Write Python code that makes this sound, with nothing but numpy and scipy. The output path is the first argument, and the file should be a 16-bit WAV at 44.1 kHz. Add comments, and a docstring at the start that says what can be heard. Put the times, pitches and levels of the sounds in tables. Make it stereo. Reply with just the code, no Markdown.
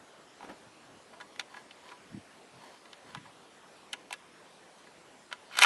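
"""A bolt-action rifle is handled by a man on a lawn at the edge of a wood: each blow of its steel parts
excites damped modes and dense clatter, and slides are scrapes made of tiny slips.
A hand rummages in a pocket (shaped noise under pressure strokes); at last the bolt is worked hard.
Quiet outdoor air lies underneath as drifting coloured noise, and a breeze now and then bumps the left
microphone with short bursts of low noise."""
import sys
import numpy as np
from scipy import signal
from scipy.fft import rfft, irfft, next_fast_len
from scipy.io import wavfile
from scipy.ndimage import uniform_filter1d

SR = 44100
rng = np.random.default_rng(int(sys.argv[2]) if len(sys.argv) > 2 else 0)


def bounce(signal):
    """Save signal as a 16-bit WAV file at the path given by the first command-line argument."""
    frames = np.transpose(np.atleast_2d(signal))
    limited = np.clip(frames, -1, 1)
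    pcm = np.round(limited * 32767).astype(np.int16)
    wavfile.write(sys.argv[1], SR, pcm)


N = 249165
TIME = np.arange(N) / SR

# Wash of distant trees and microphone hiss. Each row: frequency in Hz, relative level in dB.
AIR_SPECTRUM = [(25, -51), (70, -13.5), (120, -9.5), (170, -3), (280, 1), (650, 1), (1130, -2.5),
                (2000, -6.5), (3300, -10), (5000, -14.5), (7000, -17.5), (10000, -19.5), (11300, -23),
                (12100, -41)]
# Likeness of the air at the two ears. Each row: frequency in Hz, left-right correlation (0 to 1).
AIR_LIKENESS = [(60, 0.31), (140, 0.36), (350, 0.22), (840, 0.18), (2020, 0.13), (4860, 0.54), (11700, 0.6)]
# Stereo balance of the air. Each row: frequency in Hz, left minus right in dB.
AIR_BALANCE = [(60, 9), (170, -2.5), (490, -0.5), (1420, -1.0), (4080, 0), (11700, 0.0)]
# Strokes of the hand in a pocket. Each row: greatest pressure in seconds, level in dB, rise in seconds,
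# fall in seconds.
POCKET_STROKES = [(.448, -47.5, 0.071, 0.04), (.497, -43, 0.028, .07)]
# Rush of cloth fibres. Each row: frequency in Hz, relative density in dB per Hz.
CLOTH_SPECTRUM = [(50, -13), (130, -11), (260, 5), (420, 1), (800, 1.5), (1800, -10), (3000, -14.5),
                  (6000, -27), (12000, -33)]
# Blows on steel, muffled at first inside the pocket. Each row: contact in seconds, level in dB before the
# common trim, ping in dB and tick in dB (both against the middle band), contact time in seconds,
# note of the struck part in Hz.
BLOWS = [(0.407, -45, -23, -17, 0.00042, 696), (0.4285, -42.5, -13, -14, 0.00035, 640),
         (0.442, -48, -12, -6, 0.00047, 660), (1.132, -48, -11, -16, .005, 1100),
         (1.202, -46, -9, -12, 0.00088, 1390), (1.2094, -42.5, -3, -15, 0.0021, 1800),
         (1.361, -52, 0, -13, 0.00043, 2000), (1.3958, -31, 6, -7, 0.00065, 1980),
         (1.41, -44, 2, -10, 0.00042, 1450), (1.5437, -45, -16, -25, 0.00078, 1700),
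         (1.567, -43, -9, -24, .004, 1700), (1.7091, -48, 7, -16, 0.0016, 2850),
         (1.889, -51, 12, -15, 0.0019, 2470), (1.915, -43.5, -7, -14, 0.0052, 1200),
         (2.854, -53.5, 0, -20, 0.0027, 1860), (2.931, -46, 9, -8, .0006, 1680),
         (3.1488, -38, 1, -9.5, .0002, 1180), (3.155, -44, -11, -22, 0.0013, 1030),
         (3.17, -47.5, -5, -26, 0.0035, 1980), (3.254, -48.5, -9, -21, .004, 1070),
         (3.9298, -38.5, 8, 4, 0.0011, 3400), (3.9315, -32.5, 15, 2.5, 0.00041, 2200),
         (3.9356, -36, -16, -13, 0.00043, 2800), (4.1077, -38, 4, -6, 0.0013, 780),
         (4.1274, -34.5, -2, -3, 0.00051, 2500), (4.1367, -41, 4, -7, 0.0016, 1700),
         (4.869, -53, -22, -14, 0.00313, 1860), (5.313, -43, -4, -27, 0.0022, 1210),
         (5.327, -34, 1.5, -10.5, 0.00063, 1440), (5.512, -49.5, -8, -22, 0.0009, 1420),
         (5.5533, -42.5, -11, -21, 0.00103, 2240), (5.57, -32, 2, -3, .003, 1420),
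         (5.5885, -20.5, 4, 1, 0.00037, 1500), (5.606, -31, -16, -3, 0.002, 1530),
         (5.614, -27, 4, 2, 0.00041, 1600), (5.6197, -18.5, -2, -11, 0.000483, 2230),
         (5.623, -16, 5.5, -8.5, 0.000874, 2280), (5.63, -27, -3, 6, 0.0012, 2780),
         (5.635, -14.5, -5.5, -7.5, 0.000736, 2440), (5.6465, -15, -2, -17, 0.00037, 1320)]
# Modes of action and barrel. Each row: frequency in Hz, width in Hz, relative level in dB.
STEEL_MODES = [(811, 42, -3), (984, 28, -3), (1224, 320, -3), (1425, 142, 5), (1668, 59, 0.5),
               (1995, 145, 2), (2190, 170, 0), (2414, 210, 4), (2673, 70, -4.5), (3035, 170, 3),
               (3554, 91, -5.5), (4004, 240, -3.5), (4400, 570, -9.5), (5630, 120, -10), (6740, 180, -19),
               (8050, 320, -4.5), (9700, 200, -26), (10600, 210, -8), (11330, 210, -12.5)]
# Dense clatter between the modes. Each row: frequency in Hz, relative density in dB per Hz.
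CLATTER_SPECTRUM = [(100, -57), (300, -7.5), (520, -6), (760, 1), (1400, -0.5), (2600, -8.5), (3900, -8),
                    (5200, -16), (6200, -10), (7300, -18.5), (10000, -13.5), (12000, -51)]
# Edges between the knock, middle, ping and tick bands of a blow, in Hz.
BAND_EDGES_HZ = [1500, 2800, 5500]
# Eddies at the microphone. Each row: centre in seconds, level in dB, length in seconds.
EDDIES = [(0.673, -52.5, 0.029), (0.951, -54.5, 0.078), (2.147, -31.5, 0.011), (2.176, -32, 0.0076),
          (2.58, -48, 0.014), (3.178, -40, 0.031)]
# Noise of an eddy. Each row: frequency in Hz, relative density in dB per Hz.
BUFFET_SPECTRUM = [(20, -40), (60, -18), (125, 1.5), (200, -2), (330, -6), (480, -28), (1000, -48),
                   (4000, -68)]
# Slides of steel on steel. Each row: greatest pressure in seconds, level in dB, rise in seconds,
# fall in seconds.
SLIDE_STROKES = [(1.57, -52, 0.13, 0.072), (1.89, -53.5, 0.13, .08), (2.64, -54, 0.11, 0.31),
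                 (3.11, -56.5, .14, 0.074), (3.265, -60, 0.036, 0.088)]
# Resonances of a slide. Each row: frequency in Hz, width in Hz, relative level in dB.
SLIDE_MODES = [(1014, 98, 5.5), (1660, 440, -4.5), (3040, 160, -7.5), (4320, 57, -3)]
# Stereo balance of rifle and cloth. Each row: frequency in Hz, left minus right in dB.
SOURCE_BALANCE = [(500, 3), (2000, 1), (4000, -0.5), (6500, 2.5), (11000, -0.5)]
# Stereo phase of rifle and cloth. Each row: frequency in Hz, lead of the left side in radians.
SOURCE_LEAD = [(500, .05), (1800, 0.033), (4000, 0.15), (10000, 0.76)]


def amp(db):
    """Logarithmic level: decibels become an amplitude gain."""
    return 10 ** (np.asarray(db) / 20)


def evened(x):
    """Mean power: scales a signal to an rms of 1."""
    return x / np.sqrt(np.mean(x ** 2) + 1e-20)


def read(points, hz):
    """Interpolation of a spectrum table on a logarithmic frequency axis."""
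    f, value = np.transpose(points)
    return np.interp(np.log(hz + 1), np.log(f + 1), value)


def colour(x, spectrum):
    """Linear filtering: weights each frequency by a table of Hz and dB."""
    gain = amp(read(spectrum, np.fft.rfftfreq(len(x), 1 / SR)))
    return irfft(rfft(x) * gain, len(x))


def add(mix, s, sound):
    """Superposition: adds a sound to the mix from time s in seconds."""
    part = mix[round(s * SR):][:len(sound)]
    part += sound[:len(part)]


def ring(x, modes):
    """Resonance: a force drives a parallel bank of damped oscillators."""
    z = np.fft.rfftfreq(len(x), 1 / SR) + 1e-3
    response = sum(amp(db) / (1 + 1j * (z * z - hz * hz) / (z * width)) for hz, width, db in modes)
    return irfft(rfft(x) * response, len(x))


def split(x):
    """Complementary filtering: four bands, low to high, that sum to the whole."""
    bands = []
    for edge in BAND_EDGES_HZ:
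        lowpass = signal.butter(4, edge, fs=SR, output="sos")
        bands.append(signal.sosfiltfilt(lowpass, x))
        x = x - bands[-1]
    return bands + [x]


def strokes(rows, depth_db=20):
    """Pressure envelope: the level climbs by depth_db over each rise and drops as much over each fall."""
    gain = np.zeros(N)
    for s, db, rise, fall in rows:
        distance = np.maximum((s - TIME) / rise, (TIME - s) / fall)
        gain += amp(db - depth_db * distance)
    return gain


def air(level_db=-54.5, patch_db=1.88):
    """Partially coherent noise: distant trees and microphone hiss drift in patches of time and frequency."""
    frames, hz = N // 256 + 5, np.fft.rfftfreq(1024, 1 / SR)
    a, b, c, d, patches = rng.standard_normal((5, len(hz), frames))
    patches = uniform_filter1d(patches, size=12, axis=0)
    patches = evened(uniform_filter1d(patches, size=14, axis=1))
    same = np.clip(read(AIR_LIKENESS, hz), -1, 1)[:, None]
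    left, own = a + 1j * b, c + 1j * d
    right = same * left + np.sqrt(1 - same ** 2) * own
    side = amp(read(AIR_BALANCE, hz) / 2)[:, None]
    z = np.array([left * side, right / side])
    z = z * amp(read(AIR_SPECTRUM, hz)[:, None] + patch_db * patches)
    wash = signal.istft(z, nperseg=1024, noverlap=768)[1][:, :N]
    return amp(level_db) * evened(wash)


def pocket():
    """Fibre friction: cloth drags over the hand, countless small contacts blending into a soft rush."""
    return strokes(POCKET_STROKES) * evened(colour(rng.standard_normal(N), CLOTH_SPECTRUM))


def steel_modes(t, contact_s, t60, uneven_db=3.0, out_of_step=2.33):
    """Modal decay: a blow shares its energy among steel modes, which the grip damps together."""
    hz, width, mode_db = np.transpose(STEEL_MODES)[:, :, None]
    # each spot that is struck excites the modes differently
    share = amp(mode_db + uneven_db * rng.standard_normal(hz.shape))
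    # loosely in step as the contact ends, then drifting apart
    phase = 2 * np.pi * hz * (t - contact_s) + out_of_step * rng.standard_normal(hz.shape)
    # tabled widths set the decay rate as they stand at a t60 of 0.03 s
    decay = np.exp(-np.pi * width * np.maximum(t, 0) * .03 / t60)
    return (share * np.cos(phase) * decay).sum(0)


def steel_clatter(after, t60, crack_db=5, crack_s=0.0024):
    """High modal density: modes too close to separate act as decaying noise, with a brief crack on top."""
    envelope = amp(-60 * after / t60) + amp(crack_db) * np.exp(-after / crack_s)
    return colour(rng.standard_normal(len(after)), CLATTER_SPECTRUM) * envelope


def contact_rise(t, contact_s, graze_db=-14, graze_s=0.0015):
    """Contact mechanics: parts graze before landing, and a longer contact builds up more slowly."""
    landing = np.minimum(np.maximum(t, 0) / max(contact_s, 1 / SR), 1)
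    graze = amp(graze_db) * np.exp(np.minimum(t, 0) / graze_s)
    return np.maximum(landing, graze)


def clack(row, clatter_db=-3, note_db=8.5, note_width_hz=240, radiate_hz=480):
    """Impact excitation: contact time and size of the struck part shape one blow; returns start, sound."""
    s, db, ping_db, tick_db, contact_s, note_hz = row
    # a snap of 0.4 ms contact dies in 27 ms; longer contacts ring longer
    t60 = 0.027 * (contact_s / .0004) ** 0.44
    t = np.arange(-512, 3584) / SR
    rise = contact_rise(t, contact_s)
    modes = rise * steel_modes(t, contact_s, t60)
    clatter = rise * steel_clatter(np.maximum(t, 0), t60)
    sound = evened(modes) + amp(clatter_db) * evened(clatter)
    sound = sound + ring(sound, [(note_hz, note_width_hz, note_db)])
    # small parts radiate little bass
    highpass = signal.butter(2, radiate_hz, "highpass", fs=SR, output="sos")
    bands = split(signal.sosfilt(highpass, sound))
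    # larger, lower parts knock more: 10 dB per octave below 2 kHz
    knock_db = -3 - 10 * np.log2(note_hz / 2000)
    gains = amp([knock_db, 0, ping_db, tick_db])
    gains = gains / np.linalg.norm(gains)
    sound = amp(db) * sum(gain * band / np.linalg.norm(band) for gain, band in zip(gains, bands))
    # levels are energies spread over 10 ms
    return s + t[0], sound * np.sqrt(SR / 100) * signal.windows.tukey(len(t), .1)


def rebound(row, delay_s=.008, weaker_db=-16, duller_db=-3, lower=0.82):
    """Inelastic rebound: a part settles with a second, weaker and duller touch."""
    s, db, ping_db, tick_db, contact_s, note_hz = row
    return clack((s + delay_s, db + weaker_db, ping_db + duller_db, tick_db + duller_db,
                  contact_s, note_hz * lower))


def steel_blows(trim_db=-3.0):
    """Superposition of impacts: every blow and its rebound."""
    blows = np.zeros(N)
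    for row in BLOWS:
        add(blows, *clack(row))
        add(blows, *rebound(row))
    return amp(trim_db) * blows


def breeze(wake_db=-11, wake_lengths=8.1, right_share=-0.1):
    """Turbulent pressure: eddies push on the left port and pull weakly on the right one."""
    push = np.zeros(N)
    t = np.arange(-SR // 4, SR // 4) / SR
    for s, db, length in EDDIES:
        core = np.exp(-(2 * t / length) ** 4)
        # a weaker, longer stir of air around the eddy
        wake = amp(wake_db) * np.exp(-(2 * t / (length * wake_lengths)) ** 2)
        swirl = colour(rng.standard_normal(len(t)) * (core + wake), BUFFET_SPECTRUM)
        add(push, s + t[0], amp(db) * np.sqrt(length * SR) * swirl / np.linalg.norm(swirl))
    return np.array([push, right_share * push])


def friction(slips_per_s, spread_db):
    """Stick-slip: tiny random slips of uneven size, close enough to merge into a scrape."""
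    size = amp(spread_db * np.minimum(rng.exponential(1, N), 4))
    return size * rng.choice([-1, 1], N) * (rng.random(N) < slips_per_s / SR)


def steel_slides():
    """Friction-driven resonance: steel slides lightly on steel under strokes of pressure."""
    scrape = ring(friction(slips_per_s=3200, spread_db=4.5), SLIDE_MODES)
    return strokes(SLIDE_STROKES) * evened(scrape)


def bolt_speed(start_s=5.512, grip_s=0.011, start_db=-53, db_per_s=225):
    """Acceleration as gain: the bolt grips, then grows louder as it gathers speed."""
    since = np.maximum(TIME - start_s, 0)
    return np.minimum(since / grip_s, 1) * amp(start_db + db_per_s * since)


def bolt_run(raceway_db=-7):
    """Friction-driven resonance: slips in the raceway excite the steel modes and the clatter."""
    drag = friction(slips_per_s=4100, spread_db=3.5)
    run = evened(ring(drag, STEEL_MODES)) + amp(raceway_db) * evened(colour(drag, CLATTER_SPECTRUM))
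    run = evened(colour(run, [(900, -1), (2200, 2.0), (4500, -1.0), (9000, -7.0)]))
    return bolt_speed() * run


def rifle():
    """Superposition of impact and friction: blows, light slides and the run of the bolt."""
    return steel_blows() + steel_slides() + bolt_run()


def outdoors(x, scatter_db=-20, scatter_t60=0.1, wood_db=-33, wood_t60=0.67, width_db=-14):
    """Scattering: the man is a little to the left, the ground scatters his sounds, trees return a trace."""
    size = next_fast_len(N + SR // 10)
    hz = np.fft.rfftfreq(size, 1 / SR)
    side = amp(read(SOURCE_BALANCE, hz) / 2) * np.exp(.5j * read(SOURCE_LEAD, hz))
    heard = irfft(rfft(x, size) * np.array([side, 1 / side]), size)[:, :N]
    t = np.arange(SR // 2) / SR
    # the shortest paths round arm and camera body reach the two ports differently, most in the treble
    near = rng.standard_normal(len(t)) * np.exp(-t / 0.0015)
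    near = colour(near, [(1500, -25), (4000, -2), (9000, -8), (12000, -15)])[:SR // 50]
    difference = signal.fftconvolve(x, near / np.linalg.norm(near))[:N]
    heard = heard + amp(width_db) * np.array([[1], [-1]]) * difference
    for db, t60, delay in [(scatter_db, scatter_t60, .006), (wood_db, wood_t60, .04)]:
        echoes = []
        for _ in range(2):
            tail = rng.standard_normal(len(t)) * amp(-60 * t / t60) * (t > delay)
            tail = colour(tail, [(1500, -12.0), (4000, -17), (10000, -25.0)])
            echoes.append(signal.fftconvolve(x, tail / np.linalg.norm(tail))[:N])
        heard = heard + amp(db) * np.array(echoes)
    return heard


def scene():
    """Superposition in the open air: rifle and clothing, breeze and background."""
    return outdoors(rifle() + pocket()) + breeze() + air()


def record(dry, edge_hz=12150):
    """Band limitation: a linear-phase low-pass sets the camera's upper edge."""
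    lowpass = signal.firwin(255, edge_hz, window=("kaiser", 8), fs=SR)
    return signal.oaconvolve(dry, lowpass[None], "same")


dry = scene()
out = record(dry)
bounce(out)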